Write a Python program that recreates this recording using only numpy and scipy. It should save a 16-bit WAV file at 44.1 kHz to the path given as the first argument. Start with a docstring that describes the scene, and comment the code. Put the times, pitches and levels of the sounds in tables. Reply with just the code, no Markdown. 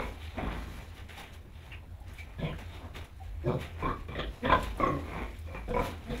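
"""A concrete pig pen in a shed: a pig grunts and snorts in short bursts, sniffing and scuffing between.
Its soft palate flaps a few dozen times a second, chopping the voice and the air in the snout, which
ring chest, throat, snout and nostrils. Wet ticks, hollow blips and a flickering hiss add the detail.
A lumpy low hum fills the shed, and the hard walls throw the pig's sounds back."""
import sys
import numpy as np
from scipy import signal
from scipy.io import wavfile
from scipy.ndimage import uniform_filter1d

SR = 44100
rng = np.random.default_rng(int(sys.argv[2]) if len(sys.argv) > 2 else 0)


def digitize_waveform(pressure):
    """Quantize a signal to 16-bit integers and store it at the path in sys.argv[1].

    Rows of a 2-D input are taken as channels; values are limited to [-1, 1].
    """
    field = np.atleast_2d(pressure).T
    bounded = np.clip(field, -1, 1)
    quanta = np.round(bounded * 32767).astype(np.int16)
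    wavfile.write(sys.argv[1], SR, quanta)


N = 273420
TIME = np.arange(N) / SR


def amp(db):
    """Gain of a level in dB."""
    return 10 ** (np.asarray(db) / 20)


def unit_rms(x):
    """Scales to rms 1."""
    return x / np.sqrt(np.mean(x ** 2) + 1e-20)


def at_hz(points, hz):
    """Reads a table on a log-frequency axis."""
    f, value = np.transpose(points)
    return np.interp(np.log(hz + 1), np.log(f + 1), value)


def add(mix, start_s, sound):
    """Mixes a sound in at its start time."""
    part = mix[round(start_s * SR):][:len(sound)]
    part += sound[:len(part)]


def white(count):
    """White noise, cut from a strip at least a second long."""
    return rng.standard_normal(max(count, SR))[:count]


def wander(count, size):
    """Random drift of rms 1, smoothed twice over size samples."""
    return unit_rms(uniform_filter1d(uniform_filter1d(white(count), size), size))


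def automation(rows, fade_s):
    """Turns timed breakpoints into a start time, a fade window and one curve a column."""
    s, *columns = np.transpose(rows)
    t = np.arange(max(s[0] - fade_s, 0), s[-1] + fade_s, 1 / SR)
    inside_s = np.minimum(t - s[0], s[-1] - t)
    no_fade_in = (s[0] <= 0) * (t < fade_s)
    fade = np.clip(inside_s / (2 * fade_s) + .5 + no_fade_in, 0, 1)
    return t[0], np.sqrt(fade), [np.interp(t, s, column) for column in columns]


def resonate(x, hz, width_hz):
    """A sweepable resonance of rms 1: shifts hz down to zero, smooths, shifts back."""
    carrier = np.exp(2j * np.pi * np.cumsum(hz * np.ones(len(x))) / SR)
    pole = np.exp(-np.pi * width_hz / SR)
    low = x / carrier
    for _ in range(2):
        low = signal.lfilter([1 - pole], [1, -pole], low)
    return unit_rms((carrier * low).real)


def patchy_noise(spectrum, patchy_db):
    """Coloured noise with louder and softer patches drifting through it."""
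    frames, hz = N // 256 + 5, np.fft.rfftfreq(1024, 1 / SR)
    real, imag, patches = rng.standard_normal((frames, 513, 3)).T
    patches = unit_rms(uniform_filter1d(uniform_filter1d(patches, 12, axis=0), 8, axis=1))
    spectra = (real + 1j * imag) * amp(at_hz(spectrum, hz)[:, None] + patchy_db * patches)
    return signal.istft(spectra, nperseg=1024, noverlap=768)[1][:N]


# Colour of the room tone. Each row: frequency in Hz, relative level in dB.
WASH_SPECTRUM = [(12, -35), (20, -12), (76, 10), (104, -16.5), (158, -10.5), (418, -18.5), (794, -20),
                 (1350, -28.5), (2360, -29), (2860, -41.5), (3680, -41.5), (4730, -64), (8740, -47.5),
                 (10600, -46), (15700, -46)]
# The hum's two bands. Each row: centre in Hz, width in Hz.
HUM_BANDS = [(53, 7.8), (82, 13.5)]
# Fader moves of the hum. Each row: time in seconds, lower band in dB, upper band in dB.
HUM_LEVELS = [(0.0, -39.5, -51.5), (0.29, -57, -43), (0.48, -39, -46.5), (1.14, -59.5, -53),
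              (2.78, -44.5, -45.5), (3.09, -63, -51.5), (3.35, -37.5, -42.5), (3.56, -66, -42),
              (4.3, -39, -49), (4.42, -70, -51.5), (4.52, -33, -33), (4.77, -41.5, -59), (4.96, -50, -40.5),
              (5.3, -40.5, -55), (5.42, -54, -39.5), (5.7, -42, -57), (5.73, -70, -40), (6.2, -42, -52)]


def shed(wash_db=-58.5):
    """Room tone: a steady wash and a lumpy hum of two narrow noise bands that swell and fade."""
    wash = patchy_noise(WASH_SPECTRUM, patchy_db=2.8)
    above_hum = signal.sosfilt(signal.butter(4, 130, "high", fs=SR, output="sos"), wash)
    out = amp(wash_db) * wash / np.std(above_hum)  # wash_db sets the part above the hum
    times, *levels = np.transpose(HUM_LEVELS)
    for (hz, width), db in zip(HUM_BANDS, levels):
        band = resonate(white(N), hz, width)
        steady = band / np.sqrt(uniform_filter1d(band ** 2, 9000) + 0.08)  # evens out deep beats
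        out += amp(np.interp(TIME, times, db)) * unit_rms(steady)
    return out


# Decay of the pen. Each row: frequency in Hz, seconds to fall 60 dB.
PEN_DECAY = [(150, .45), (500, .35), (1100, .28), (2800, .25), (8000, .15)]


def pen_reverb(x):
    """Hard walls return dense reflections of random sign; the treble dies first."""
    taps = np.zeros(SR)
    slots = np.arange(200, SR - 20, 20)
    taps[slots + rng.integers(0, 20, len(slots))] = rng.choice([-1., 1.], len(slots))
    hz, t, spectra = signal.stft(taps, SR, nperseg=256)
    decay = amp(-60 * t / at_hz(PEN_DECAY, hz)[:, None])
    tail = signal.istft(spectra * decay, SR, nperseg=256)[1]
    return signal.fftconvolve(x, tail / np.linalg.norm(tail))[:N]


# Colour of the bright hiss. Each row: frequency in Hz, relative level in dB.
HISS_SPECTRUM = [(2350, -7.5), (4000, -4), (4480, -10.5), (6770, -12.5), (7460, -14), (8760, -20),
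                 (10500, -12.5), (12300, -16), (13400, -20.5), (15700, -18.5)]
# The bed of hiss under the sniffs. Each row: time in seconds, level in dB.
HISS_BED = [(0.0, -95), (.6, -58.5), (1.2, -73.5), (1.5, -73.5), (2.0, -71), (2.5, -69), (3.3, -70.5),
            (4.2, -70.5), (5.1, -61.5), (5.5, -66), (6.2, -71)]


def bright_air(voice, grains_per_s=25, grain_s=0.0079, leak_db=-52.5):
    """Moving air: a flickering, gritty hiss that lifts with each sniff and escapes with the voice."""
    chance, height = rng.random((N, 2)).T
    grains = (chance < grains_per_s / SR) * 0.42 * height
    grit = signal.lfilter([1], [1, -np.exp(-1 / (grain_s * SR))], grains)
    bed = amp(np.interp(TIME, *np.transpose(HISS_BED)))
    leak = amp(leak_db) * abs(uniform_filter1d(voice ** 2, 900)) ** 0.27  # grows slower than the voice
    sniff = sniff_envelope(column=6, stretch=0.68)
    flicker = amp(wander(N, 150))
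    hiss = unit_rms(patchy_noise(HISS_SPECTRUM, patchy_db=1.5))
    return (bed + sniff + leak) * flicker * (1 + grit) * hiss


# Wet ticks. Each row: start in seconds, relative level in dB, centre in Hz, seconds to fall 60 dB.
WET_TICKS = [(.95, -54, 11000, .05), (1.0878, -48, 5180, 0.045), (1.186, -57, 11000, .05),
             (1.332, -53, 6310, 0.058), (2.0014, -55, 10500, 0.071), (2.082, -49, 5000, 0.04),
             (2.135, -50, 10700, 0.11), (2.586, -49, 6490, 0.061), (3.044, -52, 11000, .05),
             (3.6012, -62.5, 5120, 0.054), (4.19, -59, 6000, 0.032), (4.628, -36, 9500, 0.041),
             (4.773, -43, 10700, 0.055), (4.8672, -50, 6400, 0.05), (5.3875, -49, 10700, 0.088),
             (5.691, -50, 7960, 0.1), (6.175, -42.5, 6450, 0.082)]


def wet_tick(db, hz, t60):
    """A crisp snap opens a broad burst of noise that dies away fast."""
    t = np.arange(SR // 5) / SR
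    burst = resonate(rng.standard_normal(len(t)), hz, 7600)
    attack = 1 - np.exp(-t / 0.0004)
    snap = 1 + .4 * np.exp(-t / .0015)
    return amp(db - 8.5 - 60 * t / t60) * attack * snap * burst


# Hollow blips and squeaks. Each row: start in seconds, level in dB, pitch in Hz, length in seconds,
# noise width in Hz, clean share from 0 to 1.
HOLLOW_BLIPS = [(0.38, -36.5, 2170, 0.02, 300, 0.1), (0.385, -32, 732, 0.024, 110, 0.68),
                (1.175, -43, 816, 0.058, 80, 0.12), (1.582, -51.5, 122.8, 0.38, 21, 0.95),
                (1.711, -47, 2750, 0.063, 380, 0), (1.727, -51, 2430, 0.035, 250, .1),
                (2.011, -50, 815, 0.055, 70, 0.7), (2.179, -47, 2335, 0.072, 290, 0),
                (2.381, -53, 1694, .08, 60, 0.2), (2.4, -52, 3470, 0.023, 400, 0),
                (2.445, -41.5, 2300, 0.065, 350, 0.15), (2.445, -47, 3220, 0.054, 450, 0.04),
                (2.524, -46, 1550, 0.042, 450, 0.03), (2.948, -46, 1800, .02, 1500, 0.1),
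                (3.199, -46, 762, 0.044, 60, 0.56), (3.461, -31, 587, 0.047, 40, 0.7),
                (3.493, -42, 1135, 0.031, 60, .5), (3.494, -44, 1290, 0.039, 90, 0.4),
                (3.498, -41, 945, .025, 60, 0.6), (3.51, -31, 510, 0.018, 60, 0.7),
                (3.455, -47, 1655, 0.038, 80, 0.57), (3.475, -45.5, 2330, 0.056, 180, 0.03),
                (3.538, -37.5, 522, 0.089, 40, 0.7), (3.879, -43, 1660, 0.071, 250, 0.1),
                (4.122, -40, 1090, 0.018, 200, 0.4), (4.184, -61, 6600, 0.046, 720, 0.2),
                (4.52, -57, 6330, 0.017, 140, 0.6), (4.454, -33, 1750, 0.012, 250, 0.3),
                (4.452, -39, 3250, .016, 300, .1), (4.5, -26, 2350, .016, 200, .3),
                (4.526, -31, 3290, 0.012, 250, 0.4), (4.63, -42, 7600, .009, 500, .3),
                (4.533, -33, 1540, 0.02, 50, 0.7), (4.55, -29, 1572, 0.023, 50, 0.8),
                (4.829, -27.5, 535, 0.041, 50, 1), (4.832, -24, 1090, 0.02, 120, 0.8),
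                (4.829, -30, 325, 0.022, 60, 0.8), (4.862, -32.5, 509.5, 0.063, 50, 0.8),
                (4.864, -55.5, 6370, 0.059, 200, .3), (5.82, -56, 13300, 0.094, 1500, .05)]


def blip(db, hz, length_s, width_hz, clean):
    """A brief tone blurred by noise at the same pitch; quick attack, slower release."""
    t = np.arange(SR // 4) / SR
    tone = np.sqrt(2) * np.sin(2 * np.pi * hz * t)
    blur = resonate(rng.standard_normal(len(t)), hz, width_hz)
    envelope = (1 - np.exp(-t / (0.051 * length_s))) * np.exp(-2 * (t / length_s) ** 2)
    return amp(db) * envelope * (clean * tone + (1 - clean) * blur)


# Sniffs and scuffs. Each row: time of the peak in seconds, rise and fall in ms per 10 dB,
# then nostril hiss, rasp, dull body and bright hiss in dB.
SNIFF_CUES = [ (0.02, 58, 273, -60, -68, -49.5, -56.5), (0.236, 47, 106, -53, -52.5, -65, -57),
              (0.362, 25, 17, -63, -59, -44.5, -67), (0.52, 20, 40, -52, -50.5, -60, -69),
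              (0.77, 88, 158, -55, -67, -51.5, -63), (0.98, 41, 59, -53.5, -62, -52, -62),
              (1.095, 11, 81, -51.5, -62, -53.5, -58.5), (1.181, 30, 97, -48, -54.5, -48.5, -51.5),
              (1.34, 20, 41, -82, -83, -57.5, -57), (1.54, 7, 84, -72, -65, -69.5, -75),
              (1.66, 102, 75, -59, -65, -55, -64.5), (1.727, 19, 35, -49.5, -74, -59.5, -68),
              (2.091, 30, 99, -57, -71, -54.5, -67), (2.194, 38, 35, -54, -59, -66.5, -54.5),
              (2.3, 66, 157, -61, -73, -57, -84), (2.587, 5, 58, -48.5, -64, -48, -59),
              (2.76, 122, 67, -57, -56.5, -52, -63), (2.85, 70, 56, -72, -80, -47, -77),
              (2.962, 16, 55, -48.5, -52.5, -45, -52.5), (3.05, 17, 20, -58, -75, -60, -60.5),
              (3.24, 55, 100, -61.5, -72, -65, -69.5), (3.43, 37, 39, -59.5, -76, -58, -77),
              (3.616, 24, 71, -45.5, -51.5, -45, -51.5), (3.804, 26, 32, -50.5, -80, -42.5, -64),
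              (4.0, 60, 61, -57, -70.5, -56.5, -70), (4.34, 50, 148, -59.5, -75, -55, -63.5),
              (4.64, 73, 71, -49, -51.5, -42.5, -50.5), (4.785, 27, 37, -68, -78, -42.5, -63),
              (5.0, 61, 54, -62, -63.5, -47, -96), (5.35, 65, 96.5, -61, -70, -65, -77),
              (5.855, 55, 80, -48.5, -54, -42, -47.5), (6.04, 62, 50, -65, -63, -52.5, -67),
              (6.19, 122, 50, -48, -71, -49, -55), ]


def sniffs():
    """Air flickers through the nostrils: broad bands of hiss and rasp over a dull body."""
    high_air, low_air = rng.standard_normal((N, 2)).T * amp(2.0 * wander(N, 200))
    hiss = unit_rms(resonate(high_air, 2250, 565) + 2.3 * resonate(high_air, 1910, 1100))
    rasp = unit_rms(resonate(high_air, 3170, 1100) + 0.78 * resonate(high_air, 3625, 514))
    body = unit_rms(resonate(low_air, 202, 555) + 0.79 * resonate(low_air, 620, 1040))
    return sniff_envelope(3) * hiss - sniff_envelope(4) * rasp + sniff_envelope(5) * body


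def sniff_envelope(column, stretch=1):
    """Gain of one sniff layer: each cue climbs, holds briefly and dies; stretch scales rise and fall."""
    t, cues = np.arange(0, N / SR + .002, .001), np.array(SNIFF_CUES)
    peak_s, rise_ms, fall_ms = cues.T[:3]
    late_ms = (t[:, None] - peak_s) * 1000
    past_hold_ms = np.maximum(late_ms - 0.08 * fall_ms, 0)
    loss_db = 10 * np.where(late_ms < 0, -late_ms / rise_ms, past_hold_ms / fall_ms) / stretch
    power = np.sum(amp(cues[:, column] - loss_db) ** 2, axis=1)
    return np.interp(TIME, t, np.sqrt(power))


# Clear moments of voice. Each row: start, rise, hold and fall in seconds, first and last pitch in Hz,
# then the first three partials in dB.
CLEAR_TONES = [(2.392, .005, .004, .008, 113, 125, -32, -54, -54),
               (2.42, 0.018, 0.018, .022, 169.8, 153, -32.5, -59, -48),
               (2.478, 0.0085, 0.01, .012, 166, 161, -38, -54, -49),
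               (3.444, 0.024, 0.019, 0.011, 112.2, 125.5, -43, -47, -30.5),
               (3.455, .022, .02, .012, 111, 156, -31.5, -42, -58),
               (3.512, .006, 0.006, .006, 196, 185, -27, -40, -50),
               (3.53, .01, .008, .022, 151.3, 147, -32, -48, -46),
               (4.426, 0.027, 0.021, .015, 235.6, 268, -33, -35, -57),
               (4.49, .008, 0.0084, .008, 169, 182, -31, -52, -52),
               (4.518, .006, .01, .03, 201.4, 180, -30, -49, -34),
               (4.895, 0.016, 0.034, .039, 156, 135, -34.5, -36, -48),
               (6.054, .039, 0.034, .048, 221.7, 241.4, -43, -62, -52.5)]


def fold_tone(start, rise_s, hold_s, fall_s, first_hz, last_hz, *top_db):
    """The vocal folds swing evenly for a moment: three clean partials on a gliding pitch."""
    times = start + np.cumsum([0, rise_s, hold_s, fall_s])
    glide_hz = np.interp(times, times[[0, -1]], [first_hz, last_hz])
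    ends_db = np.subtract(top_db, 6.5)
    rows = np.column_stack([times, glide_hz, [ends_db, top_db, top_db, ends_db]])
    start, fade, (hz, *levels) = automation(rows, fade_s=0.012)
    cycles = np.cumsum(hz * (1 + 0.013 * wander(len(hz), 300))) / SR
    partials = sum(amp(db) * np.sin(2 * np.pi * k * cycles) for k, db in enumerate(levels, 1))
    return start, fade ** 2 * np.sqrt(2) * partials


# Envelope of a grunt's layers. Each lists chest, throat, snout, nostril, rasp, palate flap.
LAYER_CLIMB = (0.65, 0.92, 1.36, 0.76, 1.3, 1.7)  # multiple of the grunt's climb
LAYER_SAG = (40, 55, 5, 20, 4.5, 47)  # loss in dB per second of hold
LAYER_FALL = (13.6, 23.3, 30, 18, 19.3, 22)  # loss in dB over the fall


def grunt_envelope(start, rise_s, hold_s, fall_s, climb_db, top_db):
    """Breakpoints of one grunt: each layer climbs, sags while held, falls and leaves a faint tail."""
    times = start + np.cumsum([0, rise_s, hold_s, fall_s, .6 * fall_s])
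    onset_db = top_db - climb_db * np.array(LAYER_CLIMB)
    held_db = top_db - hold_s * np.array(LAYER_SAG)
    fallen_db = held_db - LAYER_FALL
    return np.column_stack([times, [onset_db, top_db, held_db, fallen_db, fallen_db - 28]])


# Thin upper rings of the snout. Each row: centre in Hz, width in Hz, dB relative to the throat.
SNOUT_RINGS = [(5200, 280, -38), (6150, 250, -49), (7400, 250, -50)]
# Grunts. Each row: start, rise, hold and fall in seconds, base climb in dB; faders in dB for chest and
# throat (both before voicing trims them), snout, nostril, rasp and flap; pitch in Hz, voiced share,
# flaps per second, flap depth, chest centre in Hz; centre and width in Hz for throat, snout and nostril;
# opening snort in dB, upward snout sweep and downward nostril and rasp sweep in shares per second.
GRUNT_CUES = [ (0.0, 0.0015, 0.02, 0.11, -17.5, -41.5, -38, -40, -41.5, -57.5, -38, 107.7, 0, 43, 0.2, 252, 530, 127, 1044, 183, 2210, 300, -2.5, -0.61, -0.19),
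              (0.373, 0.0081, 0.16, 0.29, 6, -34.5, -41.5, -46.5, -46.5, -59, -38, 109.6, 0.16, 51, 0.37, 233, 675, 370, 1004, 350, 1910, 970, 0, 0.095, 0.25),
              (2.386, 0.049, 0.068, 0.071, 5.5, -34.5, -41.5, -49, -52, -52.5, -44, 163.7, 0.22, 31, 0, 172, 594, 200, 1003, 110, 2350, 350, -4, 0.044, 1.1),
              (3.437, 0.051, 0.052, 0.059, 17, -26, -30.5, -42, -60, -57.5, -53, 126, 0.58, 34.5, 0.07, 198, 537, 139, 980, 279, 2400, 230, -1, 0.37, -0.24),
              (3.825, 0.026, 0.062, 0.055, 5.5, -31.5, -44, -32.5, -47.5, -55, -34.5, 119.9, 0.24, 34, 0.2, 280, 537, 300, 1010, 83, 2320, 120, 7, 1.45, 0.026),
              (4.085, 0.047, 0.014, 0.017, 3.5, -36, -49, -47, -53, -58, -55, 115, 0.43, 30.4, 0.34, 187, 510, 122, 1100, 200, 2357, 75, 5, -0.13, 0.54),
              (4.152, 0.047, 0.0043, 0.087, 12.5, -34.5, -33.5, -44, -40.5, -41, -55, 119.2, 0.24, 25.3, 0.47, 268, 574, 161, 1193, 180, 1880, 410, 3, 0.35, 0.52),
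              (4.428, 0.021, 0.069, 0.014, 26, -28, -34, -37, -38, -47, -53.5, 125.7, 0.42, 42, 0.3, 252, 542, 150, 990, 110, 1820, 464, 5, 0.32, 0.15),
              (4.497, 0.027, 0.006, 0.075, 8.5, -27, -27, -16.5, -32, -38.5, -32, 121.1, 0, 37.5, 0.6, 186, 546, 180, 1006, 54, 1617, 120, -2.5, 0.079, 0.15),
              (4.8, 0.04, 0.025, 0.14, 3, -29.5, -29, -29.5, -41, -55, -37.5, 111.1, 0.2, 31, 0.27, 286, 556, 82, 1146, 101, 2160, 220, 1, -0.35, 0.53),
              (5.038, 0.15, 0.03, 0.14, 9, -43, -44.5, -44, -45.5, -60.5, -56.5, 108.5, 0.05, 70, 0.36, 230, 507, 317, 1060, 534, 2210, 398, -5, -0.43, 0.076),
              (5.465, 0.009, 0.082, 0.0091, 10, -48.5, -46, -58.5, -55, -83, -59, 112, 0.24, 94, 0.5, 254, 535, 50, 1020, 280, 2410, 85, -1, 0.18, 0.47),
              (5.548, 0.0077, 0.029, 0.098, -2.5, -47.5, -60, -46.5, -49.5, -78, -46, 111.4, 0, 45, 0.23, 218, 493, 200, 944, 347, 2383, 109, 9.5, 0.41, 0.42),
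              (5.679, 0.013, 0.043, 0.019, 9, -38, -35, -58, -51, -59.5, -35.5, 122.7, 0.02, 34, 0.5, 172, 503, 69, 1006, 200, 1640, 380, 0, 0.23, 0.4),
              (5.741, 0.053, 0.013, 0.082, 6, -33, -29.5, -30, -41.5, -60, -31.5, 120, 0.3, 41, 0.48, 211, 531, 91, 996, 71.5, 2227, 151, 4.5, 0, -0.39),
              (6.057, 0.055, 0.0093, 0.083, 30, -34, -36, -51, -51, -49, -34.5, 118.7, 0.36, 43, 0.26, 217, 483, 86, 1070, 890, 1960, 480, -5, 0.17, -0.064),
              ]


def grunt(cue):
    """Uneven fold pulses and turbulent air, chopped by the palate, ring chest, throat and nose."""
    rows = grunt_envelope(*cue[:5], top_db=np.array(cue[5:11]))
    pitch_hz, voiced, flaps_per_s, depth, chest_hz = cue[11:16]
    throat_hz, throat_width, snout_hz, snout_width, nostril_hz, nostril_width = cue[16:22]
    snort_db, sweep_up, sweep_down = cue[22:]
    start, fade, (chest_db, throat_db, snout_db, nostril_db, rasp_db, flap_db) = automation(rows, .002)
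    count = len(fade)
    t = np.arange(count) / SR
    snort = amp(snort_db * np.exp(-(t / 0.029) ** 2))
    throat_gain = amp(throat_db) * snort
    snout_hz = snout_hz * (1 + sweep_up * t)
    sink = 1 - sweep_down * t

    fold_cycles = np.cumsum(pitch_hz * (1 + .15 * (1 - voiced) * wander(count, 500))) / SR
    pulses = np.diff(np.floor(fold_cycles), prepend=0) * amp(2.0 * white(count))
    flap_cycles = np.cumsum(flaps_per_s * (1 + 0.04 * wander(count, 1500))) / SR
    puffs = 1 - depth + 2.5 * depth * np.exp(-(flap_cycles % 1) / .4)  # one puff a flap
    gate = uniform_filter1d(puffs, 90)  # the palate takes a moment to open
    throb = uniform_filter1d(gate, 200)  # the open palate lets the snout ring out
    snout_cycles = np.cumsum(snout_hz * (1 + 0.018 * wander(count, 350))) / SR
    whistle = unit_rms(throb ** 1.2 * np.sin(2 * np.pi * snout_cycles))
    air = gate * unit_rms(white(count) * (1.06 + np.exp(-(fold_cycles % 1) / 0.32)))
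    drive = gate * voiced * unit_rms(pulses) + (1 - voiced) * air  # feeds only the low resonances

    chest = resonate(drive, chest_hz, 192) + 0.29 * resonate(drive, 286, 180)
    chest += 0.84 * resonate(drive, 171, 82)
    throat = resonate(drive, throat_hz, throat_width) + .5 * resonate(drive, 637, 257)
    snout = unit_rms(np.sqrt(throb) * resonate(drive, snout_hz, snout_width))
    snout += .5 * resonate(drive, 1157, 540)
    snout += 75 / snout_width * whistle  # a narrow snout sings in the puffs
    nostril = resonate(air, nostril_hz * sink, nostril_width)
    nostril += 0.31 * resonate(air, 2360, 250) + 0.76 * resonate(air, 2040, 900)

    out = (1 - voiced) * amp(chest_db) * unit_rms(chest)
    out -= (1 - 0.82 * voiced) * throat_gain * unit_rms(throat)
    out += amp(snout_db) * unit_rms(snout)
    out -= amp(nostril_db) * snort * unit_rms(nostril)
    out += amp(rasp_db) * resonate(air, 3535 * sink, 650)
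    out += throat_gain * sum(amp(db) * resonate(air, hz, width) for hz, width, db in SNOUT_RINGS)
    out += amp(flap_db) * np.sqrt(2) * np.sin(2 * np.pi * flap_cycles)  # the flapping itself pushes air
    return start, out * fade


def scene():
    """The mono mix: the pig up front, its reverb behind, over bright air and room tone."""
    voice = np.zeros(N)
    for cue in GRUNT_CUES:
        add(voice, *grunt(cue))
    for cue in CLEAR_TONES:
        add(voice, *fold_tone(*cue))
    pig = voice + sniffs()
    for start, *cue in WET_TICKS:
        add(pig, start, wet_tick(*cue))
    for start, *cue in HOLLOW_BLIPS:
        add(pig, start, blip(*cue))
    return (amp(-1.5) * pig + amp(-10.5) * pen_reverb(pig) + bright_air(voice) + shed())[None]


def record(dry):
    """A steep low-pass trims the very top of the treble."""
    low_pass = signal.firwin(1023, 15750, window=("kaiser", 9), fs=SR)
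    return signal.oaconvolve(dry, low_pass[None], "same")


dry = scene()
out = record(dry)
digitize_waveform(out)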